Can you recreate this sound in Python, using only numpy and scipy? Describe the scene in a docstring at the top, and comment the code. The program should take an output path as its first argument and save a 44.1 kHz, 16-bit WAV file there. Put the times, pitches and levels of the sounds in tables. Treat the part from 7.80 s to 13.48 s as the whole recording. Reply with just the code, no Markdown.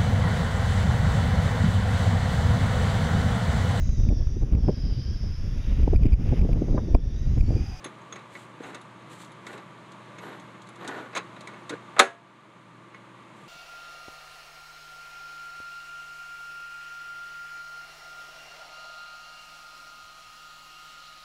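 """A workshop hums, and steel clinks as a small lathe chuck is spun along its spindle by hand.
At each flick the thread rumbles and whistles faintly, and the loose jaws rattle. The hand catches
the chuck with dull thumps, and fingers hiss over the steel. Running tight, the chuck judders by
stick-slip friction, then knocks hard against the headstock, whose casting rings in its modes.
An automatic gain control ducks at that knock and creeps back."""
import sys
import numpy as np
from scipy import signal
from scipy.fft import rfft, irfft, next_fast_len
from scipy.io import wavfile

SR = 44100
rng = np.random.default_rng(int(sys.argv[2]) if len(sys.argv) > 2 else 0)


def log_audio(samples):
    """Write samples as a 16-bit WAV file to the path given in sys.argv[1]."""
    # one column per channel
    frames = np.atleast_2d(samples).T
    # limit to full scale, then quantise
    limited = np.clip(frames, -1, 1)
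    pcm = np.round(limited * 32767).astype(np.int16)
    wavfile.write(sys.argv[1], SR, pcm)


N = 250488
TIME = np.arange(N) / SR
RING_TIME = TIME[:16384]


def amp(db):
    """Decibels to amplitude ratio."""
    return 10 ** (np.asarray(db) / 20)


def unit(x):
    """Normalisation to rms 1."""
    return x / np.sqrt(np.mean(x ** 2))


def white(size):
    """White noise of rms 1: a flat spectrum with random phases."""
    return unit(irfft(np.exp(2j * np.pi * rng.random(size // 2 + 1)), size))


def colour(x, points, peaks=()):
    """Minimum-phase filter of power gain 1, from (Hz, dB) points and (Hz, width Hz, dB) resonances."""
    size = next_fast_len(len(x) + 4096)
    freqs = np.linspace(0, SR / 2, size + 1) + 1
    hz, db = np.transpose(points)
    shape_db = np.interp(np.log(freqs), np.log(hz), db)
    for centre, width, height in peaks:
        shape_db += height / (1 + (2 * (freqs - centre) / width) ** 4)
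    cepstrum = irfft(np.log(unit(amp(shape_db))))[:size]
    cepstrum[1:] *= 2  # folding the cepstrum makes the filter causal
    return irfft(rfft(x, 2 * size) * np.exp(rfft(cepstrum, 2 * size)))[:len(x)]


def noise(points, size, peaks=()):
    """Stationary coloured noise."""
    return colour(white(size), points, peaks)


def burst(envelope):
    """Modal overlap: unresolved modes merge into noise under one envelope."""
    return white(len(envelope)) * envelope


def fade(t60, hold=0):
    """Exponential damping: steady for hold seconds, then 60 dB down in t60 seconds."""
    return np.exp(-np.log(1000) * np.maximum(RING_TIME - hold, 0) / t60)


def smooth(x, seconds):
    """First-order low-pass with the given time constant."""
    pole = np.exp(-1 / (seconds * SR))
    return signal.lfilter([1 - pole], [1, -pole], x)


def wander(rate):
    """Random modulation with a spread near 1, through rate new values a second."""
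    knots = rng.standard_normal(N // 100)
    return np.interp(TIME * rate, np.arange(len(knots)), knots)


# Spectrum of the workshop air. Each row: frequency in Hz, relative level in dB.
AIR_SPECTRUM = [(30, -13.5), (85, -15.5), (114, -9), (202, -2.5), (256, -8.5), (332, -5), (432, -11.5),
                (639, -7.5), (1050, -6.5), (1450, -12.5), (8720, -33), (11500, -46.5), (15500, -65.5)]
# Broad peaks and dips in it. Each row: centre in Hz, width in Hz, gain in dB.
AIR_RESONANCES = [(167, 68, 3.5), (337, 60, 3), (756, 150, -7), (1172, 70, 6.5), (2170, 300, 2.5),
                  (4030, 1400, 1), (5260, 1800, -8), (8200, 2500, -3.5)]
AIR_DB, HUM_HZ, HUM_DB = -47, 119.6, -57

def workshop():
    """Ambient noise: a broadband rush of air and a mains hum, both slightly modulated."""
    air = noise(AIR_SPECTRUM, N, AIR_RESONANCES) * amp(AIR_DB + 0.84 * wander(3.5))
    hum = np.sqrt(2) * np.sin(2 * np.pi * HUM_HZ * TIME + .25 * wander(7))
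    return air + hum * amp(HUM_DB + 0.73 * wander(10))


def add(track, start, sound):
    """Superposition: a sound joins the track at start seconds."""
    first = max(int(start * SR), 0)
    track[first:first + len(sound)] += sound[:N - first]


def loose_mode(hz, t60, contact, chatter_rad=.55):
    """A loose part's mode builds up during contact, then decays; chatter modulates its phase."""
    shake = unit(smooth(smooth(white(len(RING_TIME)), 0.00045), 0.00045))
    swell = np.minimum(RING_TIME / contact, 1)
    decay = fade(t60, contact) + amp(-22) * fade(0.22)
    return 0.75 * swell * decay * np.sin(2 * np.pi * hz * RING_TIME + chatter_rad * shake)


# Light contacts on the chuck. Each row: start in seconds, tick level in dB, ring level in dB, part hit.
CONTACTS = [(.0423, -46, -36, "jaw tip"), (.046, -56, -38.5, "jaw"), (.061, -62, -41, "jaw"),
            (.215, -70, -59, "jaw"), (.3238, -55, -33.5, "jaw"), (.357, -56, -44, "whole"),
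            (.391, -63, -51, "body"), (.551, -66, -37, "sleeve"), (.833, -66, -46, "whole"),
            (.945, -47, -46, "whole"), (1.0127, -59, -53, "jaw tip"), (1.446, -56, -62, "jaw tip"),
            (1.5176, -60, -55, "jaw tip"), (1.666, -45.5, -38, "sleeve"), (1.729, -56, -45, "body"),
            (1.776, -57, -47, "body"), (2.118, -55.5, -63, "jaw"), (2.3827, -57, -47, "whole"),
            (2.5966, -57, -52, "jaw"), (2.8177, -56, -64, "jaw"), (2.8696, -58, -56, "body"),
            (2.888, -57, -50.5, "jaw tip"), (2.9568, -58, -62, "jaw tip"), (3.0456, -53.5, -45, "body"),
            (3.0757, -38, -51, "jaw"), (3.330, -78, -43.5, "body"), (3.35, -44, -34, "whole"),
            (3.361, -41, -28.5, "body"), (3.37, -39.5, -30.5, "whole"), (3.5618, -62, -48, "body"),
            (3.6074, -50.5, -52, "body"), (3.6719, -48, -38, "sleeve"), (3.735, -73, -44, "sleeve"),
            (3.8935, -40, -41, "whole"), (5.1432, -72, -38, "sleeve")]
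# How a touch on each part spreads. Each row: gains in dB of the body, the sleeve, the low jaw modes
# and the high jaw mode, then contact time in seconds.
PART_COUPLING = {"body": (0, -17, -22, -32, .0035), "sleeve": (-8, 0, -17, -30, .0028),
                 "jaw": (-10, -24, 0, -25, .003), "jaw tip": (-5, -13, -14, 0, .0035),
                 "whole": (0, -2, -2, -24, .006)}
# Spectra of a steel contact and of the chuck body. Each row: frequency in Hz, relative level in dB.
CRACK_SPECTRUM = [(800, -12), (2700, -9), (3700, 4.5), (5100, -10), (6800, -3.5), (8300, -7.5),
                  (10300, -16.5), (12000, -25.5), (13500, -38), (15500, -52)]
BODY_SPECTRUM = [(60, -42), (150, -16.5), (400, 2), (750, -5.5), (1250, 0), (1800, -3.5), (2200, -2.5),
                 (2900, -13.5), (3900, -14.5), (5000, -25), (12000, -60)]
# Resonances of the body. Each row: centre in Hz, width in Hz, gain in dB.
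BODY_RESONANCES = [(597, 84, 2.7), (1090, 87, 7.1), (1435, 63, 3.4), (2630, 180, 5.9), (3943, 230, 8.2)]

def clinks():
    """Impact excitation: brief contacts tick and ring body, sleeve and jaws; the room adds a tail."""
    ticks, body, rings = np.zeros((3, N))
    onset = 1 - fade(0.0035)
    room_tail = amp(-8) * fade(0.11)
    for start, tick_db, ring_db, part in CONTACTS:
        body_db, sleeve_db, low_db, high_db, contact = PART_COUPLING[part]
        add(ticks, start, amp(tick_db) * burst(onset * (fade(0.039, contact) + room_tail)))
        add(body, start, amp(ring_db + body_db) * burst(onset * (fade(0.12, contact) + room_tail)))
        sleeve = loose_mode(2190, 0.078, contact, chatter_rad=0.17)
        sleeve += amp(1) * loose_mode(1970, 0.059, contact, chatter_rad=0.64)
        low_jaw = loose_mode(6490, 0.042, contact) + amp(-1.5) * loose_mode(3450, 0.026, contact)
        high_jaw = loose_mode(10090, 0.027, contact)
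        modes = amp(sleeve_db) * sleeve + amp(low_db) * low_jaw + amp(high_db) * high_jaw
        add(rings, start, amp(ring_db) * modes)
    return colour(ticks, CRACK_SPECTRUM) + colour(body, BODY_SPECTRUM, BODY_RESONANCES) + rings


def stroke(start, length, rise_db_per_s, fall_db_per_s):
    """Envelope of a hand movement: exponential growth up to start, a hold, then exponential decay."""
    before = np.maximum(start - TIME, 0)
    after = np.maximum(TIME - start - length, 0)
    return amp(-rise_db_per_s * before - fall_db_per_s * after)


# Flicks of the chuck. Each row: start in seconds, length of push in seconds, relative rumble level
# in dB, whistle level in dB.
FLICKS = [(.05, .02, -45, -95), (.84, .115, -41.5, -86), (1.68, .075, -42, -76), (2.425, .11, -40, -68.5),
          (3.012, .025, -38, -74), (3.09, .035, -35, -72), (3.168, .025, -37.5, -79),
          (3.69, .05, -46.5, -95)]
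# Spectra of the thread and of the rattling jaws. Each row: frequency in Hz, relative level in dB.
THREAD_SPECTRUM = [(50, -62), (130, -17), (220, 0), (330, 3.5), (500, 0), (750, -4.5), (1000, -3),
                   (1750, -7), (2600, -17), (3800, -18), (5000, -32.5), (7200, -30), (10400, -42),
                   (15500, -74)]
RATTLE_SPECTRUM = [(100, -25), (330, 1), (1000, 0), (1800, 1), (2600, -14), (4000, -19), (6000, -38),
                   (12000, -60)]
SPIN_UP_DB_PER_S, COAST_DB_PER_S = 520, 175

def turning(bumps_per_s=3000, taps_per_s=90):
    """Roughness excitation: tiny bumps in the thread merge into a rumble; loose jaws tap at random."""
    bumps = (rng.random(N) < bumps_per_s / SR) * rng.choice([-1, 1], N)
    resonances = [(390, 26, 1.7), (950, 140, 2), (1460, 47, 9.6), (1810, 87, 4.6), (3900, 580, 1.2)]
    rumble = colour(unit(bumps), THREAD_SPECTRUM, resonances)
    taps = (rng.random(N) < taps_per_s / SR) * rng.standard_normal(N)
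    ringing_taps = signal.fftconvolve(taps, burst(fade(t60=.03)))[:N]
    rattle = colour(unit(ringing_taps), RATTLE_SPECTRUM)
    spin = sum(amp(db) * stroke(start, length, SPIN_UP_DB_PER_S, COAST_DB_PER_S)
               for start, length, db, _ in FLICKS)
    return (rumble + amp(-6) * rattle) * spin * amp(-3.5 + 0.8 * wander(90))


def whistle(start_hz=11400, sag_hz_per_s=800):
    """Friction in the dry thread drives a narrow resonance at random; it sinks through each flick."""
    sidebands = [(20, 5), (200, 2), (500, -12), (1100, -30), (3000, -70)]  # (offset Hz, dB)
    in_phase, quadrature = noise(sidebands, N), noise(sidebands, N)
    out = np.zeros(N)
    for start, _, _, db in FLICKS:
        hz = start_hz - sag_hz_per_s * np.maximum(TIME - start, 0)
        phase = 2 * np.pi * np.cumsum(hz) / SR
        tone = in_phase * np.sin(phase) + quadrature * np.cos(phase)
        out += tone * amp(db) * stroke(start, 0, SPIN_UP_DB_PER_S, fall_db_per_s=70)
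    return out


def ring(modes, scatter_db=0):
    """Free vibration as a sum of damped modes; scatter_db varies their strengths from blow to blow."""
    out = np.zeros(len(RING_TIME))
    for k, (hz, db, t60) in enumerate(modes):
        strength = (-1) ** k * amp(db + scatter_db * rng.standard_normal())
        out += strength * fade(t60) * np.sin(2 * np.pi * hz * RING_TIME)
    return out


# The hand catching the chuck. Each row: start in seconds, level in dB.
CATCHES = [(.055, -35.5), (.8031, -37), (.902, -40), (1.315, -41), (3.204, -34.5)]
# Modes of the spindle seat. Each row: frequency in Hz, level in dB, 60 dB decay time in seconds.
SEAT_MODES = [(277, 5, 0.04), (373, -4.5, 0.037), (471, -3, 0.059), (1070, -31, .03), (1450, -8.5, 0.035),
              (1600, -10, .035)]

def thumps(pushes):
    """Soft pushes excite the spindle seat's damped modes; a small part radiates little bass."""
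    out = np.zeros(N)
    onset = 1 - fade(.006)
    for start, db in pushes:
        grit = amp(-11) * colour(burst(fade(0.16)), THREAD_SPECTRUM)
        add(out, start, amp(db) * (onset * ring(SEAT_MODES, scatter_db=4.5) + grit))
    return signal.sosfilt(signal.butter(2, 170, "high", fs=SR, output="sos"), out)


# Fingers sliding on steel. Each row: start in seconds, length in seconds, relative level in dB.
FINGER_SLIDES = [(.535, .09, -59), (.835, .065, -61), (1.32, .014, -55), (1.403, .02, -54.5),
                 (1.67, .075, -63), (2.42, .06, -66), (5.57, .1, -66.5)]
# Spectrum of rubbing skin. Each row: frequency in Hz, relative level in dB.
SKIN_SPECTRUM = [(1000, 5), (2200, 7), (4000, 5.5), (5200, -6), (7500, 4), (10000, -4), (13000, -13),
                 (15500, -30)]

def fingers():
    """Sliding friction: dry skin hisses unevenly over the chuck, following the finger pressure."""
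    pressure = sum(amp(db) * stroke(start, length, rise_db_per_s=450, fall_db_per_s=280)
                   for start, length, db in FINGER_SLIDES)
    return noise(SKIN_SPECTRUM, N) * amp(1.6 * wander(120) + 3.0) * pressure


def judder_slips(start=3.902, gap_s=.0084, jitter_s=.0006, first_db=-32, growth_db=.8):
    """Stick-slip: the tightening chuck gives nearly periodic, growing pushes, as (seconds, dB)."""
    return [(start + k * gap_s + jitter_s * rng.standard_normal(), first_db + k * growth_db)
            for k in range(5)]


# Blows of steel on the headstock. Each row: start in seconds, level in dB, relative ring level in dB,
# relative crack level in dB, low-pass cutoff in Hz.
BLOWS = [(4.164, -30.5, -5, -30, 1700), (4.183, -27, -2.5, -23, 3200), (4.1924, -13.5, -9, 5, 9050),
         (4.1957, -8.5, 2, -4, 5000), (4.2025, -17, -5, -5.5, 4960), (4.2165, -19, 2, -21.5, 2200)]
# Modes of the headstock casting. 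Each row: frequency in Hz, level in dB, 60 dB decay time in seconds.
CASTING_MODES = [(686, -14.5, .42), (1275, 5, .07), (1670, -13, .33), (240, -19, .19), (300, -21, .2),
                 (387, -11, .22), (474, -12, .22), (565, -11.5, .2), (772, -2, .115), (850, -13, .07),
                 (931, -11, .1), (1440, -13, .11), (1535, -12, .11), (1982, -15, .2), (2080, -14, .1),
                 (2202, -11, .13), (2323, -16, .12), (2698, -12, .11), (3480, -13, .11), (3633, -12, .11),
                 (3822, -12, .1), (4224, -16, .1), (6490, -23, .22), (10000, -28, .18)]
# Spectrum of its dense, short-lived modes. Each row: frequency in Hz, relative level in dB.
CLATTER_SPECTRUM = [(30, -29), (130, -30), (240, -7.5), (500, -2), (800, -1), (1300, 3.5), (2200, -3.5),
                    (3000, -10), (3900, -13.5), (5000, -26), (7000, -20.5), (10000, -27), (14000, -51.5)]
# Clusters of jaw modes in the crack. 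Each row: centre in Hz, width in Hz, gain in dB.
JAW_CLUSTERS = [(6420, 250, 2.5), (7130, 180, 0.5), (9980, 400, 9)]

def knocks():
    """Hard impacts crack, clatter and ring the casting; a softer contact excites less treble."""
    out = np.zeros(N)
    onset = 1 - fade(0.0099)
    clatter_envelope = onset * (fade(0.051, hold=0.0014) + amp(-8) * fade(0.28))
    crack_envelope = onset * (fade(0.022, hold=0.001) + amp(-15) * fade(0.19))
    for start, db, ring_db, crack_db, cutoff_hz in BLOWS:
        clatter = colour(burst(clatter_envelope), CLATTER_SPECTRUM)
        crack = colour(burst(crack_envelope), CRACK_SPECTRUM, JAW_CLUSTERS)
        ringing = amp(ring_db) * onset * ring(CASTING_MODES)
        casting = smooth(clatter + ringing, 1 / (2 * np.pi * cutoff_hz))
        add(out, start, amp(db) * (casting + amp(crack_db) * crack))
    return out


def scene():
    """Superposition of all sources at one close microphone."""
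    impacts = clinks() + knocks() + thumps(CATCHES + judder_slips())
    return (impacts + turning() + whistle() + fingers() + workshop())[None]


def release(x, seconds):
    """Peak detection: instant attack, exponential release."""
    fall = np.exp(-TIME / seconds)
    return fall * np.maximum.accumulate(x / fall)


def record(dry, threshold_db=-19, bass_hz=95, top_hz=15700):
    """Automatic gain control ducks and recovers in two stages; peaks saturate, bass and top are cut."""
    pressure = dry[0]
    level_db = 10 * np.log10(smooth(pressure ** 2, .005) + 1e-12)
    over_db = np.maximum(level_db - threshold_db, 0)
    duck_db = smooth(0.47 * release(over_db, 0.45) + 0.22 * release(over_db, 2.6), 0.027)
    saturated = np.tanh(pressure * amp(-duck_db) / 1.1) * 1.1
    thinned = signal.sosfilt(signal.butter(3, bass_hz, "high", fs=SR, output="sos"), saturated)
    return signal.sosfilt(signal.ellip(8, .2, 70, top_hz, fs=SR, output="sos"), thinned)[None]


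dry = scene()
out = record(dry)
log_audio(out)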